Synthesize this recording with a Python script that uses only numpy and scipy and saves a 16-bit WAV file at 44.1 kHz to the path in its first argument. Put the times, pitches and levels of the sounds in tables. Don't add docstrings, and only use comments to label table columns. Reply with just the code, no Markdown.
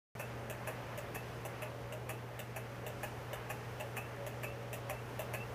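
import sys
import numpy as np
from scipy import signal
from scipy.fft import rfft, irfft, next_fast_len
from scipy.io import wavfile
from scipy.ndimage import uniform_filter1d

SR = 44100
rng = np.random.default_rng(int(sys.argv[2]) if len(sys.argv) > 2 else 0)


def field_ratio(decibels):
    return 10 ** (np.asarray(decibels, dtype=float) / 20)


def bounce(signal):
    frames = np.transpose(np.atleast_2d(signal))
    limited = np.clip(frames, -1, 1)
    pcm = np.round(limited * 32767).astype(np.int16)
    wavfile.write(sys.argv[1], SR, pcm)


N = 244443

# [dB, frame ring]
CRANK_KNOCKS = [(0.196, -50, -42, -41.5), (0.6728, -49, -41.5, -39.5), (1.148, -49.5, -46, -40),
                (1.6212, -53, -43.5, -40.5), (2.0925, -49.5, -44, -38.5), (2.5622, -50, -43.5, -41.5),
                (3.0315, -49.5, -40.5, -39), (3.4994, -50, -40.5, -39), (3.9674, -48.5, -44, -37.5),
                (4.4332, -50, -42, -39.5), (4.8969, -48, -39.5, -39), (5.3374, -48, -40, -38.5)]
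# [dB, frame ring]
ROD_CLICKS = [(0.4981, -49, -44.5, -44.5), (0.9762, -52, -41, -46), (1.4502, -51.5, -40.5, -45.5),
              (1.9233, -53.5, -44.5, -44), (2.3913, -50, -47, -43), (2.8642, -50, -41.5, -43),
              (3.3309, -50, -40, -42.5), (3.7983, -53, -39.5, -41), (4.2647, -51, -42, -44),
              (4.7294, -48.5, -42.5, -41), (5.1926, -48.5, -36, -42)]
# first_db [dB], second_db [dB]
PIN_SLIPS = [(-52, -72), (-61, -66), (-50, -64), (-58, -69), (-55, -64), (-58, -73), (-58, -71), (-62, -67),
             (-51, -57), (-52, -57), (-59, -56), (-53, -48)]
# delay_s [s], treble_db [dB], low_db [dB]
KNOCK_CONTACTS = [
    (-.004, -7, -22),
    (0, 0, 0),
    (.0012, -4, -3),
    (.0045, -2, -10),
    (.0095, -1, -2),
    (.0165, -5, -8),
]
# delay_s [s], treble_db [dB], low_db [dB]
CLICK_CONTACTS = [
    (0, 0, 0),
    (.0015, -6, -5),
    (.006, -6, -10),
    (.0105, -2, -3),
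    (.015, -3, -7),
    (.026, -9, -8),
]
# pitch_hz [Hz], level_db [dB], t60_s [s]
STOVE_PLATE = [(560, -8, .02), (625, 0, .045), (670, -4, .025), (750, -4, .02), (845, -5, .025),
               (1000, -9, .015)]
# pitch_hz [Hz], level_db [dB], t60_s [s]
KNOCK_FRAME = [(1227, -4, .015), (1480, -7, .012), (1722, -1, .02), (1870, -4, .02), (2100, -6, .015),
               (2540, 1, .02), (2850, -9, .015), (3423, -18, .015), (4435, -24, .03)]
# pitch_hz [Hz], level_db [dB], t60_s [s]
CLICK_FRAME = [(1200, -7, .015), (1722, -1, .02), (2110, -6, .015), (2648, 0, .025), (2900, -4, .015),
               (3251, -8, .012), (3552, -14, .03), (3940, -18, .015)]
# pitch_hz [Hz], level_db [dB], t60_s [s]
CRANK_THIN_PARTS = [(5800, -8, .01), (6158, -6, .012), (6503, -5, .012), (7428, -9, .012), (8333, -7, .012),
                    (9065, -7, .035), (9280, -10, .03), (9689, -10, .03), (10465, -9, .012),
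                    (10938, -5, .015), (11304, -1, .02), (11670, -3, .015), (12553, -6, .012),
                    (12812, -4, .03), (13221, -6, .012), (13544, -6, .015), (14104, -4, .025)]
# pitch_hz [Hz], level_db [dB], t60_s [s]
ROD_THIN_PARTS = [(5900, -8, .01), (6223, -4, .012), (6610, -3, .012), (7428, -5, .012), (7795, -2, .014),
                  (8074, -3, .012), (8527, -7, .012), (9453, -7, .012), (10292, -8, .012),
                  (10852, -5, .012), (11326, -4, .012), (11606, -5, .012), (12726, -3, .012),
                  (13221, -3, .012), (13652, -4, .012), (14039, -2, .012), (14400, 0, .015)]
# start_s [s], length_s [s], level_db [dB]
WHISTLE_SPELLS = [(0.174, 0.47, -60), (0.955, .15, -59), (1.44, 0.11, -55), (1.67, 0.34, -56),
                  (2.305, 0.056, -54), (2.683, .35, -59), (3.182, 0.23, -63), (3.806, 0.071, -54),
                  (3.96, 0.99, -60), (4.18, 0.077, -54), (5.17, 0.33, -61)]
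# pitch_hz [Hz], width_hz [Hz], level_db [dB rms]
DRAUGHT = [
    (412.2, 7.8, -61.5),
    (462.7, 12, -61),
    (850, 50, -65),
]
# pitch_hz [Hz], level_db [dB rms]
HUM = [
    (59.9, -66),
    (119.9, -48.5),
    (221.3, -66),
]
# pitch_hz [Hz], density_db [dB per Hz]
AIR_COLOUR = [(25, -18), (50, -5), (88, 0.5), (150, -3), (300, -6), (450, -2), (1000, -8), (1800, -11.5),
              (2900, -18), (3800, -25.5), (6200, -28), (7500, -33.5), (14500, -33.5), (16000, -40)]
# time_s [s], level_db [dB]
AIR_LEVEL = [(0.4, -48.5), (.9, -47.5), (1.6, -49), (2.5, -50), (3.3, -47.5), (4.5, -48.5), (5.1, -47.5),
             (5.4, -48)]

LEAD_S = .01
TICK_SAMPLES = 8000


def engine():
    slack_delay_s, slack_db = .195, -68
    track = np.zeros(N)
    for (s, *levels_db), slips_db in zip(CRANK_KNOCKS, PIN_SLIPS):
        knock = tick(KNOCK_CONTACTS, KNOCK_FRAME, CRANK_THIN_PARTS, levels_db, rattle_db=-6.5, rattle_s=.021)
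        add(track, s, room(knock) + squeak(slips_db))
        slack = tick([(0, 0, 0)], CLICK_FRAME, ROD_THIN_PARTS, [slack_db] * 3, rattle_db=-9, rattle_s=.005)
        add(track, s + slack_delay_s, slack)
    for s, *levels_db in ROD_CLICKS:
        click = tick(CLICK_CONTACTS, CLICK_FRAME, ROD_THIN_PARTS, levels_db, rattle_db=-8, rattle_s=.017)
        add(track, s, room(click))
    return track


def tick(contacts, frame, thin_parts, levels_db, rattle_db, rattle_s):
    treble_db, thud_db, frame_db = levels_db
    high, low = blows(contacts, rattle_db, rattle_s)
    crack_band = signal.butter(5, [5700, 14900], "band", fs=SR, output="sos")
    snap_band = signal.butter(3, [550, 3000], "band", fs=SR, output="sos")
    crack = signal.sosfilt(crack_band, high - .27 * np.roll(high, 1))
    snap = signal.sosfilt(snap_band, low)
    damped_parts = [(hz, db, .85 * t60) for hz, db, t60 in thin_parts]
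    sound = body(high, damped_parts, treble_db - 1.5, scatter_db=1.5)
    sound += field_ratio(treble_db + 5) * crack + field_ratio(frame_db + 19.5) * snap
    sound += body(low, STOVE_PLATE, thud_db, scatter_db=.8)
    sound += body(low, frame, frame_db - 1.5, scatter_db=1.2)
    return sound


def blows(contacts, rattle_db, rattle_s):
    scrape_s, jitter_s, size_scatter_db = .0015, .0003, 1.5
    t = tick_time()
    rattle = np.where(t > 0, np.exp(-(np.abs(t) / rattle_s) ** 4), 0) * field_ratio(rattle_db)
    high = rattle * rng.standard_normal(len(t))
    low = rattle * field_ratio(-19.5) * rng.standard_normal(len(t))
    grit = rng.standard_normal(len(t))
    for delay, high_db, low_db in contacts:
        late, size = rng.standard_normal(2)
        start = delay + jitter_s * late * (delay != 0)
        scrape = np.where(t >= start, np.exp(-np.abs(t - start) / scrape_s), 0)
        high += field_ratio(high_db + size_scatter_db * size) * grit * scrape
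        low[int((LEAD_S + start) * SR)] += field_ratio(low_db + size_scatter_db * size)
    return high, low


def body(push, modes, peak_db, scatter_db):
    rings = []
    for hz, db, t60 in modes:
        louder, sharper = rng.standard_normal(2)
        rings.append(field_ratio(db + scatter_db * louder) * ring(push, hz * (1 + .0021 * sharper), t60))
    sound = sum(rings[::2]) - sum(rings[1::2])
    loudest = np.sqrt(uniform_filter1d(sound ** 2, size=180).max())
    return field_ratio(peak_db) * sound / loudest


def squeak(slips_db):
    slips = ((.006, .055), (.064, .04))
    fade_db_per_s, edge_s = -70, .006
    t = tick_time()
    pitch_hz = (2612 + 10000 * t ** 2) * (1 + .0013 * walk(67, TICK_SAMPLES))
    level = 0
    for db, (start, hold) in zip(slips_db, slips):
        level = level + field_ratio(db + fade_db_per_s * (t - start)) * swell(t, start, hold, edge_s)
    return level * field_ratio(.8 * walk(90, TICK_SAMPLES)) * sine(pitch_hz)


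def room(x):
    t60_s, tail_db, gap_s = .2, -5, .003
    t = np.arange(len(x)) / SR
    tail = rng.standard_normal(len(t)) * np.exp(-np.log(1000) * t / t60_s) * (t > gap_s)
    tail /= np.sqrt(np.sum(tail ** 2))
    return x + field_ratio(tail_db) * signal.fftconvolve(x, tail)[:len(x)]


def whistle():
    edge_s, rest_db = .043, -68.5
    t = np.arange(N) / SR
    spells = sum(field_ratio(db) * swell(t, s, length_s, edge_s) for s, length_s, db in WHISTLE_SPELLS)
    note = field_ratio(2 * walk(21.88)) * sine(563 + 1.6 * walk(12))
    return (field_ratio(rest_db) + spells) * note


def draught():
    return sum(field_ratio(db) * narrow(hz, width_hz) for hz, width_hz, db in DRAUGHT)


def hum():
    return sum(field_ratio(db + .5 * walk(4.9)) * sine(np.full(N, hz)) for hz, db in HUM)


def air():
    size = next_fast_len(N)
    hz = np.maximum(np.arange(size // 2 + 1) * SR / size, 1)
    colour_hz, colour_db = np.transpose(AIR_COLOUR)
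    colour = rfft(rng.standard_normal(size)) * field_ratio(np.interp(np.log(hz), np.log(colour_hz), colour_db))
    octave = np.log2(hz / 30)
    noise = np.zeros(N)
    for k in range(11):
        band = irfft(colour * np.clip(1 - np.abs(octave - k), 0, 1), size)[:N]
        noise += band * field_ratio(.65 * walk(9))
    middle = irfft(colour * (hz > 200) * (hz < 4000), size)
    level_db = curve(AIR_LEVEL) + .2 * walk(1.5)
    return field_ratio(level_db) * noise / np.sqrt(np.mean(middle ** 2))


def ring(x, hz, t60):
    decay = np.log(1000) / (max(t60, 1e-3) * SR)
    pole = np.exp(2j * np.pi * min(hz, .45 * SR) / SR - decay)
    return signal.lfilter([1], [1, -pole], x).imag


def narrow(hz, width_hz):
    x = ring(rng.standard_normal(N), hz, np.log(1000) / (np.pi * width_hz))
    return x / np.sqrt(np.mean(x ** 2))


def sine(pitch_hz):
    return np.sqrt(2) * np.sin(2 * np.pi * np.cumsum(pitch_hz) / SR)


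def walk(rate, size=N):
    hold = int(SR / rate)
    steps = np.repeat(rng.standard_normal(size // hold + 1), hold)
    return 1.9 * uniform_filter1d(uniform_filter1d(steps, hold), hold)[:size]


def swell(t, start, hold, edge):
    return np.clip(np.minimum(t - start, start + hold - t) / edge + .5, 0, 1)


def curve(rows):
    return np.interp(np.arange(N) / SR, *np.transpose(rows))


def tick_time():
    return np.arange(TICK_SAMPLES) / SR - LEAD_S


def add(track, s, sound):
    i = int((s - LEAD_S) * SR)
    track[i:i + len(sound)] += sound[:len(track) - i]


def scene():
    return (engine() + whistle() + draught() + hum() + air())[None]


def top_cut(x):
    return signal.sosfilt(signal.butter(12, 15920, fs=SR, output="sos"), x)


def record(dry):
    top_hz, open_s = 15240, .152
    soft = signal.sosfilt(signal.ellip(6, 1, 32, top_hz, fs=SR, output="sos"), dry)
    mix = soft * (np.arange(N) >= open_s * SR)
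    return top_cut(mix)


dry = scene()
out = record(dry)
bounce(out)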